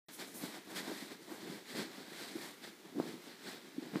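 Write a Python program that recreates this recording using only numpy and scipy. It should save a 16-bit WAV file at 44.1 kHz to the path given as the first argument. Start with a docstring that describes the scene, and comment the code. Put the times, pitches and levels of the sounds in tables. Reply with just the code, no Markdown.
"""A puppy scrambles onto a cloth beanbag, close to one microphone in a carpeted room.
First its paws skim the tight cover with three bright hisses, and a claw draws a thin whistle.
From then on it keeps shuffling: each stroke rubs the cover (a gritty swish with a fine hiss of fur)
and shifts the filling (a low, lumpy rustle), while paws and buckling folds give short dull thumps.
The two loudest thumps come at about three seconds and just before the end."""
import sys
import numpy as np
from scipy import signal
from scipy.fft import rfft, irfft, next_fast_len
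from scipy.io import wavfile
from scipy.ndimage import map_coordinates

SR = 44100
rng = np.random.default_rng(int(sys.argv[2]) if len(sys.argv) > 2 else 0)


def bounce(signal):
    """Save signal as a 16-bit WAV file at the path given by the first command-line argument."""
    frames = np.transpose(np.atleast_2d(signal))
    limited = np.clip(frames, -1, 1)
    pcm = np.round(limited * 32767).astype(np.int16)
    wavfile.write(sys.argv[1], SR, pcm)


N = 176400
T = np.arange(N) / SR

# Tone of the faint background rustle: frequency_hz, level_db
BACKGROUND_TONE = [(15, -76), (25, -52.5), (257, -6), (318, -6.5), (450, -10), (655, -20.5), (790, -17.5),
                   (1060, -19.5), (1180, -18.5), (1310, -18), (1960, -16.5), (2130, -16), (2700, -20.5),
                   (3350, -18.5), (4040, -19.5), (4620, -22), (8320, -26.5), (9270, -27.5), (15000, -29.5)]
# A claw crossing the weave: peak_s, half_length_s, pitch_hz, width_hz, level_db
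CLAW_WHISTLE = (.43, .035, 13350, 160, -61)
# Paws skimming the tight cover: start_s, rise_s, fade_s, level_db
PAW_SKIMS = [(.118, .025, 0.049, -52), (.34, 0.015, .1, -51), (.75, 0.0074, 0.02, -56)]
# Tone of a skimming paw: frequency_hz, level_db
SKIM_TONE = [(3000, -27), (7000, -11), (9000, -3), (10300, 2.5), (12000, -1), (15000, -1.5)]
# Thumps of paws and folds: start_s, level_db, pitch_hz, rise_s, snap_db (relative to the thump), snap_hz
PAW_AND_FOLD_THUMPS = [ (.437, -29, 232, 0.0023, -14, 1500), (0.877, -35.5, 273, 0.0038, -25, 1000),
                       (0.903, -42, 380, 0.0021, -15, 1000), (.915, -33.5, 340, 0.0024, -4, 1000),
                       (1.023, -37, 250, 0.0037, -12, 900), (1.316, -39, 336, 0.0052, -20, 1210),
                       (1.497, -34.5, 218, 0.0031, -12.5, 1200), (1.792, -33.5, 270, 0.0025, -10, 2000),
                       (2.353, -32, 310, 0.0036, -23, 800), (2.675, -41.5, 258, 0.0035, -0.5, 880),
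                       (2.956, -35, 261, 0.0022, -22, 700), (2.966, -32, 258, 0.0054, -28, 700),
                       (2.98, -30, 279, 0.0055, -24, 700), (2.999, -22.5, 278, 0.0023, -3.5, 1080),
                       (3.139, -38.5, 258, 0.0023, -22, 800), (3.78, -30, 272, 0.0047, -38, 600),
                       (3.823, -36.5, 307, 0.0036, -6, 800), (3.866, -38.5, 270, 0.0033, -12, 1500),
                       (3.932, -40, 229, 0.0026, -14, 1500), (3.957, -23, 224, .002, -5.5, 2360)]
# Strokes against the bag: peak_s, rise_s, fall_s, swish_db, fur_db, filling_db, scuff_db
BODY_STROKES = [ (.092, 0.012, 0.028, -56.5, -66, -62.5, -68), (.14, 0.026, 0.059, -62, -55, -84, -80),
                (.2, 0.014, 0.058, -47.5, -53.5, -52, -53), (.28, 0.022, 0.096, -63, -58.5, -58, -73),
                (.352, 0.014, 0.11, -63, -54, -55, -59), (0.439, 0.038, 0.063, -49.5, -54, -47.5, -55),
                (0.551, 0.059, 0.053, -53.5, -60, -52, -55),
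                (0.714, 0.033, 0.038, -54.5, -57.5, -46.5, -54),
                (.768, 0.017, 0.053, -42.5, -49, -45.5, -54.5), (.885, 0.064, 0.073, -50, -58, -47, -51),
                (.985, 0.067, 0.1, -50.5, -56.5, -54.5, -61.5), (1.12, 0.034, 0.04, -53, -64, -49.5, -60.5),
                (1.23, 0.032, 0.047, -61, -65, -57, -77), (1.324, 0.048, 0.077, -58.5, -60, -52.5, -54.5),
                (1.522, 0.15, 0.09, -52.5, -61, -48.5, -59), (1.705, 0.036, 0.11, -51.5, -58.5, -57, -77),
                (1.791, 0.047, 0.063, -43.5, -53, -40.5, -55.5),
                (1.98, 0.14, 0.14, -56.5, -69.5, -55, -59.5), (2.23, 0.14, 0.12, -49.5, -56.5, -53, -60),
                (2.45, 0.1, 0.063, -50.5, -55.5, -49, -56), (2.638, .016, 0.067, -51, -60.5, -52.5, -63.5),
                (2.865, 0.052, 0.073, -65.5, -78, -57.5, -62),
                (3.004, 0.039, 0.047, -59.5, -74, -41.5, -54.5),
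                (3.09, 0.092, 0.088, -54.5, -63, -48.5, -60), (3.285, 0.05, 0.13, -57, -69, -60, -68),
                (3.486, 0.055, 0.084, -49, -58.5, -52, -59.5), (3.66, 0.18, 0.19, -63, -78, -58, -70),
                (3.83, 0.034, 0.12, -57.5, -69, -53.5, -61), (3.974, 0.047, 0.041, -53, -69, -42, -53.5)]
# Tone of the rubbed cover: frequency_hz, level_db
SWISH_TONE = [(100, -35), (300, -16), (600, -5), (900, -6), (1250, -7), (1600, 0.5), (2050, 0.5),
              (2800, -7.5), (3500, -1.5), (4200, -1), (5200, -6), (6400, -16), (8200, -11.5),
              (10500, -46.5), (15000, -25)]
# Tone of the hissing fur: frequency_hz, level_db
FUR_TONE = [(500, -17), (3000, -15), (5500, -1.5), (6800, -1), (8300, 0.5), (10200, -2), (12500, -2.5),
            (15000, -9)]
# Tone of the shifting filling: frequency_hz, level_db
FILLING_TONE = [(25, -52), (65, -73), (100, -22.5), (150, -7), (200, 0.5), (260, -1), (310, 3), (400, -0.5),
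                (520, -10.5), (750, -18), (1300, -26), (4000, -40)]
# Tone of the pressed cloth's dull scuff: frequency_hz, level_db
SCUFF_TONE = [(150, -32), (400, -6.5), (650, 1.5), (950, -0.5), (1300, -5.5), (2000, -11), (4000, -27)]

BACKGROUND_DB, BACKGROUND_WAVER_DB = -58.5, 1.1
ECHO_FADE_S, ECHO_DB = 0.097, -12  # the echo drops by 60 dB in this time
STROKE_SHAPE = 1.48  # 1 is pointed, 2 is rounded
FIBRE_SLIPS_PER_S, GRIP_FLUTTER_DB = 3000, 0.76
LUMPS_PER_S, FILLING_FLUTTER_DB = 260, 1.83
MIC_OPENS_S, MIC_LOW_HZ, MIC_TOP_HZ = 0.085, 134, 15330


def gain(db):
    """Turn decibels into a number to multiply a sound by."""
    return 10 ** (np.asarray(db) / 20)


def normalise(sound):
    """Scale a sound so that its average power is 1."""
    return sound / np.sqrt(np.mean(sound ** 2) + 1e-20)


def wobble(per_s):
    """A smooth curve through per_s random values each second."""
    return map_coordinates(rng.standard_normal(2048), [T * per_s], mode="wrap")


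def filtered(sound, gain_at_hz):
    """Turn each frequency of a sound up or down."""
    size = next_fast_len(N + SR // 2)
    return irfft(rfft(sound, size) * gain_at_hz(np.fft.rfftfreq(size, 1 / SR)), size)[:N]


def friction(tone, slips_per_s, grit):
    """Rubbing noise shaped by a tone table: tiny slips over a smooth hiss; grit is their share of power."""
    slips = (rng.random(N) < slips_per_s / SR) * rng.standard_normal(N)
    noise = np.sqrt(grit) * normalise(slips) + np.sqrt(1 - grit) * rng.standard_normal(N)
    tone_hz, tone_db = np.transpose(tone)
    return normalise(filtered(noise, lambda hz: gain(np.interp(np.log(hz + 1), np.log(tone_hz), tone_db))))


def background_rustle():
    """Light, unbroken shuffling and the room make a faint, wavering rustle."""
    level = gain(BACKGROUND_DB + BACKGROUND_WAVER_DB * wobble(per_s=18))
    return level * friction(BACKGROUND_TONE, slips_per_s=900, grit=0.14)


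def room_echo(sound):
    """A carpeted room answers after 5 ms with an echo that dies quickly."""
    t = np.arange(SR // 3) / SR
    tail = rng.standard_normal(len(t)) * gain(-60 * t / ECHO_FADE_S) * (t > 0.005)
    return gain(ECHO_DB) * signal.fftconvolve(sound, tail / np.linalg.norm(tail))[:N]


def claw_whistle():
    """Threads flick past a claw at an even rate, making a brief, thin whistle."""
    peak_s, half_length_s, pitch_hz, width_hz, level_db = CLAW_WHISTLE
    whistle = filtered(rng.standard_normal(N), lambda hz: np.exp(-((hz - pitch_hz) / width_hz) ** 2))
    swell = np.exp(-((T - peak_s) / half_length_s) ** 2)
    return gain(level_db) * swell * normalise(whistle)


def paw_skims():
    """A fast paw on tight cloth makes a very bright hiss that starts quickly and fades."""
    level = np.zeros(N)
    for start_s, rise_s, fade_s, level_db in PAW_SKIMS:
        t = np.maximum(T - start_s, 0)
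        level += gain(level_db) * np.minimum(t / rise_s, 1) * np.exp(-(t / fade_s) ** 2)
    return level * friction(SKIM_TONE, slips_per_s=6000, grit=0.15)


def cover_thumps():
    """The slack cover snaps tight and swings a few times until the filling stops it."""
    thumps = np.zeros(N + SR)
    t = np.arange(SR // 10) / SR
    for start_s, level_db, pitch_hz, rise_s, snap_db, snap_hz in PAW_AND_FOLD_THUMPS:
        swell = (t / rise_s) ** 2 * np.exp(2 * (1 - t / rise_s))
        swing = -swell * np.sin(2 * np.pi * pitch_hz * t)
        snap_time = (t - rise_s / 2) * np.pi * snap_hz  # a higher snap_hz gives a sharper click
        snap = -snap_time * np.exp((1 - snap_time ** 2) / 2)
        thumps[round(start_s * SR):][:len(t)] += gain(level_db) * (swing + gain(snap_db) * snap)
    return thumps[:N]


def beanbag_strokes():
    """Each stroke swells and fades in four layers: rubbed cover, fur, filling and pressed cloth."""
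    power = np.zeros((4, N))
    for peak_s, rise_s, fall_s, *levels_db in BODY_STROKES:
        from_peak = np.abs((T - peak_s) / np.where(T < peak_s, rise_s, fall_s))
        swell = np.exp(-from_peak ** STROKE_SHAPE)
        power += (gain(levels_db)[:, None] * swell) ** 2
    swish, fur, filling, scuff = np.sqrt(power)  # each layer's loudness over time
    grip = gain(GRIP_FLUTTER_DB * wobble(per_s=84))
    swish *= friction(SWISH_TONE, FIBRE_SLIPS_PER_S, grit=0.31)
    fur *= friction(FUR_TONE, FIBRE_SLIPS_PER_S, grit=0.3)
    scuff *= friction(SCUFF_TONE, slips_per_s=700, grit=0.3)
    filling *= gain(FILLING_FLUTTER_DB * wobble(per_s=34))
    filling *= friction(FILLING_TONE, LUMPS_PER_S, grit=0.42)
    return grip * (swish + fur + scuff) + filling


def scene():
    """All sounds reach one microphone, so left and right are the same."""
    thumps = filtered(cover_thumps(), lambda hz: 1 - 1 / (1 + (hz / MIC_LOW_HZ) ** 4))  # less deep bass
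    puppy = beanbag_strokes() + paw_skims() + claw_whistle() + thumps
    mono = puppy + room_echo(thumps) + background_rustle()
    return np.array([mono, mono])


def record(dry):
    """The microphone opens just after the start and drops the very highest sounds."""
    return np.array([filtered(channel * (T > MIC_OPENS_S), lambda hz: hz < MIC_TOP_HZ) for channel in dry])


dry = scene()
out = record(dry)
bounce(out)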